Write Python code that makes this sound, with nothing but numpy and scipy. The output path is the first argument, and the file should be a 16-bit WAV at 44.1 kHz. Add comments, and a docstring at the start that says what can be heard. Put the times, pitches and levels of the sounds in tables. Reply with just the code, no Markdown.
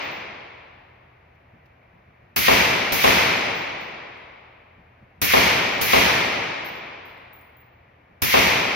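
"""In a hard-walled indoor range, air rushes under the droning fans while the echo of an earlier rifle shot fades.
Spent cases tick and ring on the concrete; the sling flicks and hands knock softly as the rifle is raised.
Then come two pairs of shots from a suppressed rifle and one last shot. Each is a short burst of shaped noise,
a crack that swells along the lane, a slam from the backstop and a long rumble of the hall.
More cases land in between, and every loud sound turns the gain down for a while."""
import sys
import numpy as np
from scipy import signal
from scipy.fft import rfft, irfft
from scipy.io import wavfile
from scipy.ndimage import uniform_filter1d

SR = 44100
rng = np.random.default_rng(int(sys.argv[2]) if len(sys.argv) > 2 else 0)


def digitize_waveform(pressure):
    """Quantize a signal to 16-bit integers and store it at the path in sys.argv[1].

    Rows of a 2-D input are taken as channels; values are limited to [-1, 1].
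    """
    field = np.atleast_2d(pressure).T
    bounded = np.clip(field, -1, 1)
    quanta = np.round(bounded * 32767).astype(np.int16)
    wavfile.write(sys.argv[1], SR, quanta)


N = 385875  # length of the scene in samples

# The slam from the backstop, then its heavier bounce off floor and walls:
# (delay after the shot [s], level before the shot's own [dB], extra bass [dB])
SLAM_ARRIVALS = [(.1195, -.4, -3.5), (.151, -3.5, .5)]
# How long the hall takes to fade by 60 dB: (frequency [Hz], decay time [s])
HALL_DECAY = [(60, 1.8), (200, 1.9), (600, 2.28), (1200, 2.3), (2300, 2.07), (4000, 1.74), (6500, 1.28),
              (10000, .87), (15000, .73)]


def amp(db):
    """Turns decibels into a gain."""
    return 10 ** (np.asarray(db) / 20)


def read(points, hz):
    """Joins table points by straight lines on a log-frequency axis."""
    f, value = np.transpose(points)
    return np.interp(np.log(hz + 1), np.log(f), value)


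def add(mix, s, sound):
    """Mixes a stereo sound in at time s, which may lie before the start."""
    start = round(s * SR)
    sound = sound[:, max(-start, 0):]
    part = mix[:, max(start, 0):][:, :sound.shape[1]]
    part += sound[:, :part.shape[1]]


def noise(spectrum, size, sideways=0):
    """Makes many random arrivals with the given spectrum, as the two microphone ports hear them."""
    # The ports hear in opposition near 8 kHz and alike near 13 kHz: (frequency [Hz], side minus mid [dB])
    ports = [(100, -21), (200, -17), (350, -6.5), (850, 2.3), (1400, -1.5), (2100, -7.5), (3000, -.7),
             (4200, -2.7), (6700, .5), (7500, 38), (9200, 38), (10200, 2), (13200, -17), (15500, -6)]
    # Sound along the lane strikes the ports from one side:
    # (frequency [Hz], extra side level when sideways is 1 [dB])
    lane_side = [(50, 16), (190, 22), (380, 14), (800, 10), (2100, 6), (4500, 0)]
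    # Tilt between the ears: (frequency [Hz], left minus right before the side is mixed in [dB])
    balance = [(200, 0), (550, .8), (950, 2.8), (1900, 3.3), (2600, -.3), (5200, -1.8), (7500, 0)]
    hz = np.fft.rfftfreq(size, 1 / SR)
    colour = amp(read(spectrum, hz)) * np.sqrt(SR / 2)  # from level per Hz to level per sample
    mid, side = rfft(rng.standard_normal((2, size))) * colour
    width = amp(read(ports, hz) + sideways * read(lane_side, hz))
    lean = amp(read(balance, hz) / 2)
    left = (mid + width * side) * lean
    right = (mid - width * side) / lean
    return irfft(np.array([left, right]) / np.hypot(1, width), size)  # hypot keeps the power steady


def die_away(x, t60, rise_s):
    """Fades each frequency band at its own speed, after a quick rise."""
    hz, t, z = signal.stft(x, SR, nperseg=256)
    fade_db = -60 * t / read(t60, hz)[:, None]
    faded = signal.istft(z * amp(fade_db), SR, nperseg=256)[1]
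    size = x.shape[1]
    rise = np.minimum(np.arange(size) / SR / rise_s, 1)
    return faded[:, :size] * rise


def ventilation(waver_hz=1.6):
    """Adds the rush of air in the ducts to fan tones whose pitch wavers slowly at random."""
    # Rushing air: (frequency [Hz], level per Hz [dB])
    air = [(20, -114), (40, -87.5), (65, -80.5), (130, -83), (220, -89), (400, -90.5), (680, -86.5),
           (1400, -94), (2350, -92), (3300, -107.5), (6000, -122), (9000, -130), (13000, -125.7),
           (16000, -133)]
    # Drone of the fans: (frequency [Hz], rms level [dB])
    fans = [(84, -64), (121, -64.5)]
    t = np.arange(N) / SR
    knots = np.linspace(0, N / SR, 60)
    hum = np.zeros(N)
    for hz, db in fans:
        pitch_hz = hz + waver_hz * np.interp(t, knots, rng.standard_normal(len(knots)))
        phase = 2 * np.pi * np.cumsum(pitch_hz) / SR
        hum += amp(db) * np.sqrt(2) * np.sin(phase)
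    return noise(air, size=N) + hum


def snap(level_db=-25, length_s=.003):
    """Makes the first front from the muzzle: a tiny noise burst that reaches both ports head-on."""
    t = np.arange(SR // 20) / SR
    burst = amp(level_db) * rng.standard_normal(len(t)) * np.exp(-t / length_s)
    return np.tile(burst, (2, 1))


def blast(level_db=.2):
    """Makes the muzzle blast: noise along the lane that rises at once and fades band by band."""
    # Start of the decay, before the level settings: (frequency [Hz], level per Hz [dB])
    blast_spectrum = [(20, -90), (55, -56), (130, -50), (350, -52), (600, -55), (1200, -54), (1900, -59),
                      (2400, -55.5), (3800, -62), (5500, -61), (9500, -67), (13000, -59.3), (16000, -62.5)]
    # Time to fade by 60 dB: (frequency [Hz], decay time [s])
    blast_decay = [(60, .75), (200, .45), (800, .29), (3000, .37), (13000, .6)]
    dense = noise(blast_spectrum, size=SR, sideways=1)
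    return amp(level_db) * die_away(dense, blast_decay, rise_s=.002)


def crack(t, level_db=-1, start_db=-20.5, half_s=.128, spread_s=.029):
    """Scatters the bullet's shock wave back; the crack swells as the bullet flies down the lane."""
    # Spectrum before the swell, decay and level settings: (frequency [Hz], level per Hz [dB])
    crack_spectrum = [(200, -85), (900, -54), (1500, -46.7), (2050, -38.3), (2350, -36.3), (2850, -41.2),
                      (4000, -46), (5500, -47.4), (7500, -51.7), (9500, -54), (13000, -48.8), (16000, -54)]
    flown = (1 + np.tanh((t - half_s) / (2 * spread_s))) / 2  # half-way at half_s
    swell = flown + amp(start_db) * (1 - flown)
    scattered = die_away(noise(crack_spectrum, size=len(t)), HALL_DECAY, rise_s=.002)
    return amp(level_db) * scattered * swell


def backstop(bass_hz=220, level_db=0):
    """Makes the bullet's strike on the trap at the far end, whose slam comes back along the lane."""
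    # Start of the decay, before extra bass and level: (frequency [Hz], level per Hz [dB])
    slam_spectrum = [(20, -82), (60, -42), (140, -43), (400, -40), (700, -34.5), (1100, -39), (1700, -45.5),
                     (2500, -44.5), (4000, -53), (9000, -70), (16000, -78)]
    # Time to fade by 60 dB: (frequency [Hz], decay time [s])
    slam_decay = [(80, .36), (500, .2), (4000, .15)]
    out = np.zeros((2, SR))
    for delay, db, bass_db in SLAM_ARRIVALS:
        # the extra bass acts fully on low tones and dwindles above bass_hz
        spectrum = [(hz, level + bass_db / (1 + (hz / bass_hz) ** 2)) for hz, level in slam_spectrum]
        slam = die_away(noise(spectrum, size=SR, sideways=.8), slam_decay, rise_s=.0015)
        add(out, delay, amp(db) * slam)
    return amp(level_db) * out


def hall(t, level_db=-.2, start_db=-25, fill_s=.028):
    """Lets the hall murmur after the blast, then fill up once the slam comes back, and fade slowly."""
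    # Spectrum before the swell, decay and level settings: (frequency [Hz], level per Hz [dB])
    hall_spectrum = [(20, -88), (35, -66), (55, -49), (140, -41.8), (260, -43.4), (600, -41), (950, -40.6),
                     (1400, -46.5), (2200, -55), (5000, -80)]
    since_slam = np.maximum(t - SLAM_ARRIVALS[0][0], 0)
    filled = 1 - np.exp(-since_slam / fill_s)
    swell = filled + amp(start_db) * (1 - filled)
    rumble = die_away(noise(hall_spectrum, size=len(t)), HALL_DECAY, rise_s=.005)
    return amp(level_db) * rumble * swell


def shots():
    """Joins snap, blast, crack, slam and hall; the rifle stays in place, so slam and hall repeat exactly."""
    # One row a shot; the first is fired before the start and only its echo is left:
    # (time [s], strength [dB])
    firings = [(-.72, -2), (2.361, .3), (2.921, .1), (5.2155, 0), (5.812, 0), (8.219, -.4)]
    out = np.zeros((2, N))
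    t = np.arange(3 * SR) / SR
    rumble = hall(t)
    slam = backstop()
    for s, db in firings:
        # every bullet flies its own path, so its shock wave scatters anew
        for part in (snap(), blast(), crack(t), slam, rumble):
            add(out, s, amp(db) * part)
    return out


def cases(ring_t60=.42, low_t60=.6, low_hz=10620, low_db=-17, split_hz=60, tick_s=.003):
    """Ticks brass on concrete; the case mouth rings in close, beating modes, with a lower mode below."""
    # Landings and bounces: (time [s], tick level [dB], ring level [dB], ring frequency before the split [Hz])
    landings = [(.028, -60, -54, 15050), (.113, -57, -53, 15200), (3.551, -56, -45, 15020),
                (3.808, -66, -56, 14980), (3.878, -58, -78, 15000), (4.173, -63, -75, 15500),
                (5.717, -50, -46, 15000), (6.647, -50, -41, 14860), (7.055, -65, -56, 14920),
                (7.176, -62, -72, 15000), (7.330, -58, -48, 15200), (7.412, -55, -65, 15200),
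                (7.569, -66, -54, 15250)]
    out = np.zeros((2, N))
    t = np.arange(SR) / SR
    ring_fade = np.exp(-np.log(1000) * t / ring_t60)  # down 60 dB after ring_t60 seconds
    low_fade = np.exp(-np.log(1000) * t / low_t60)
    for s, tick_db, ring_db, hz in landings:
        modes_hz = hz + split_hz * rng.standard_normal((4, 1))
        modes = np.sin(2 * np.pi * (modes_hz * t + rng.random((4, 1))))
        ring = amp(ring_db) * modes.sum(0) / 2 * ring_fade
        # the lower mode is as strong as the tick asks
        low = amp(tick_db + low_db) * np.sin(2 * np.pi * low_hz * t) * low_fade
        tick = amp(tick_db) * rng.standard_normal(SR) / 2 * np.exp(-t / tick_s)
        add(out, s, np.tile(ring + low + tick, (2, 1)))
    return out


def touches(events, spectrum, peak_s):
    """Makes short soft puffs of noise of one colour, each strongest peak_s after it begins."""
    out = np.zeros((2, N))
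    u = np.arange(SR // 2) / SR / peak_s
    for s, db in events:
        add(out, s, amp(db) * noise(spectrum, size=len(u)) * u * np.exp(1 - u))
    return out


def handling():
    """Flicks the sling as the rifle swings up and knocks the rifle softly on hands and shoulder."""
    # Flicks of the sling: (time [s], level relative to the rustle spectrum [dB])
    flicks = [(1.35, -10), (1.655, -2)]
    # Colour of a flick: (frequency [Hz], level per Hz before the flick's own level [dB])
    rustle = [(500, -110), (2500, -100), (5000, -106), (9000, -118), (14000, -113)]
    # Knocks as the rifle is raised: (time [s], level relative to the thump spectrum [dB])
    knocks = [(1.53, -3), (1.935, -4), (2.07, -6.5), (2.215, -5.5), (4.77, -5), (5.01, -4), (5.18, -3),
              (8.09, -7)]
    # Colour of a knock: (frequency [Hz], level per Hz before the knock's own level [dB])
    thump = [(25, -95), (70, -69), (160, -68), (300, -82), (1000, -100), (4000, -130)]
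    return touches(flicks, rustle, peak_s=.005) + touches(knocks, thump, peak_s=.014)


def scene():
    """Adds shots, cases and handling to the steady ventilation."""
    return ventilation() + shots() + cases() + handling()


def gain_control(x, threshold_db=-15.5, squeeze=.45, recovery_db_per_s=3.):
    """Drops the gain on a loud sound and lets it creep back, so the second shot of a pair starts softer."""
    power = uniform_filter1d((x ** 2).mean(0), size=600)
    power_db = 10 * np.log10(abs(power) + 1e-12)
    excess_db = squeeze * np.maximum(power_db - threshold_db, 0)
    # a running maximum against a steady slope holds each peak and lets it sink
    fall_db = recovery_db_per_s * np.arange(N) / SR
    held_db = np.maximum.accumulate(excess_db + fall_db) - fall_db
    return x / amp(uniform_filter1d(held_db, size=200))


def record(dry):
    """Applies gain control, clips at full scale and removes the highest treble."""
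    edge_hz = 15850
    limited = np.clip(gain_control(dry), -1, 1)
    lowpass = signal.firwin(511, edge_hz, window=("kaiser", 9), fs=SR)
    return signal.oaconvolve(limited, lowpass[None], "same", axes=1)


dry = scene()
out = record(dry)
digitize_waveform(out)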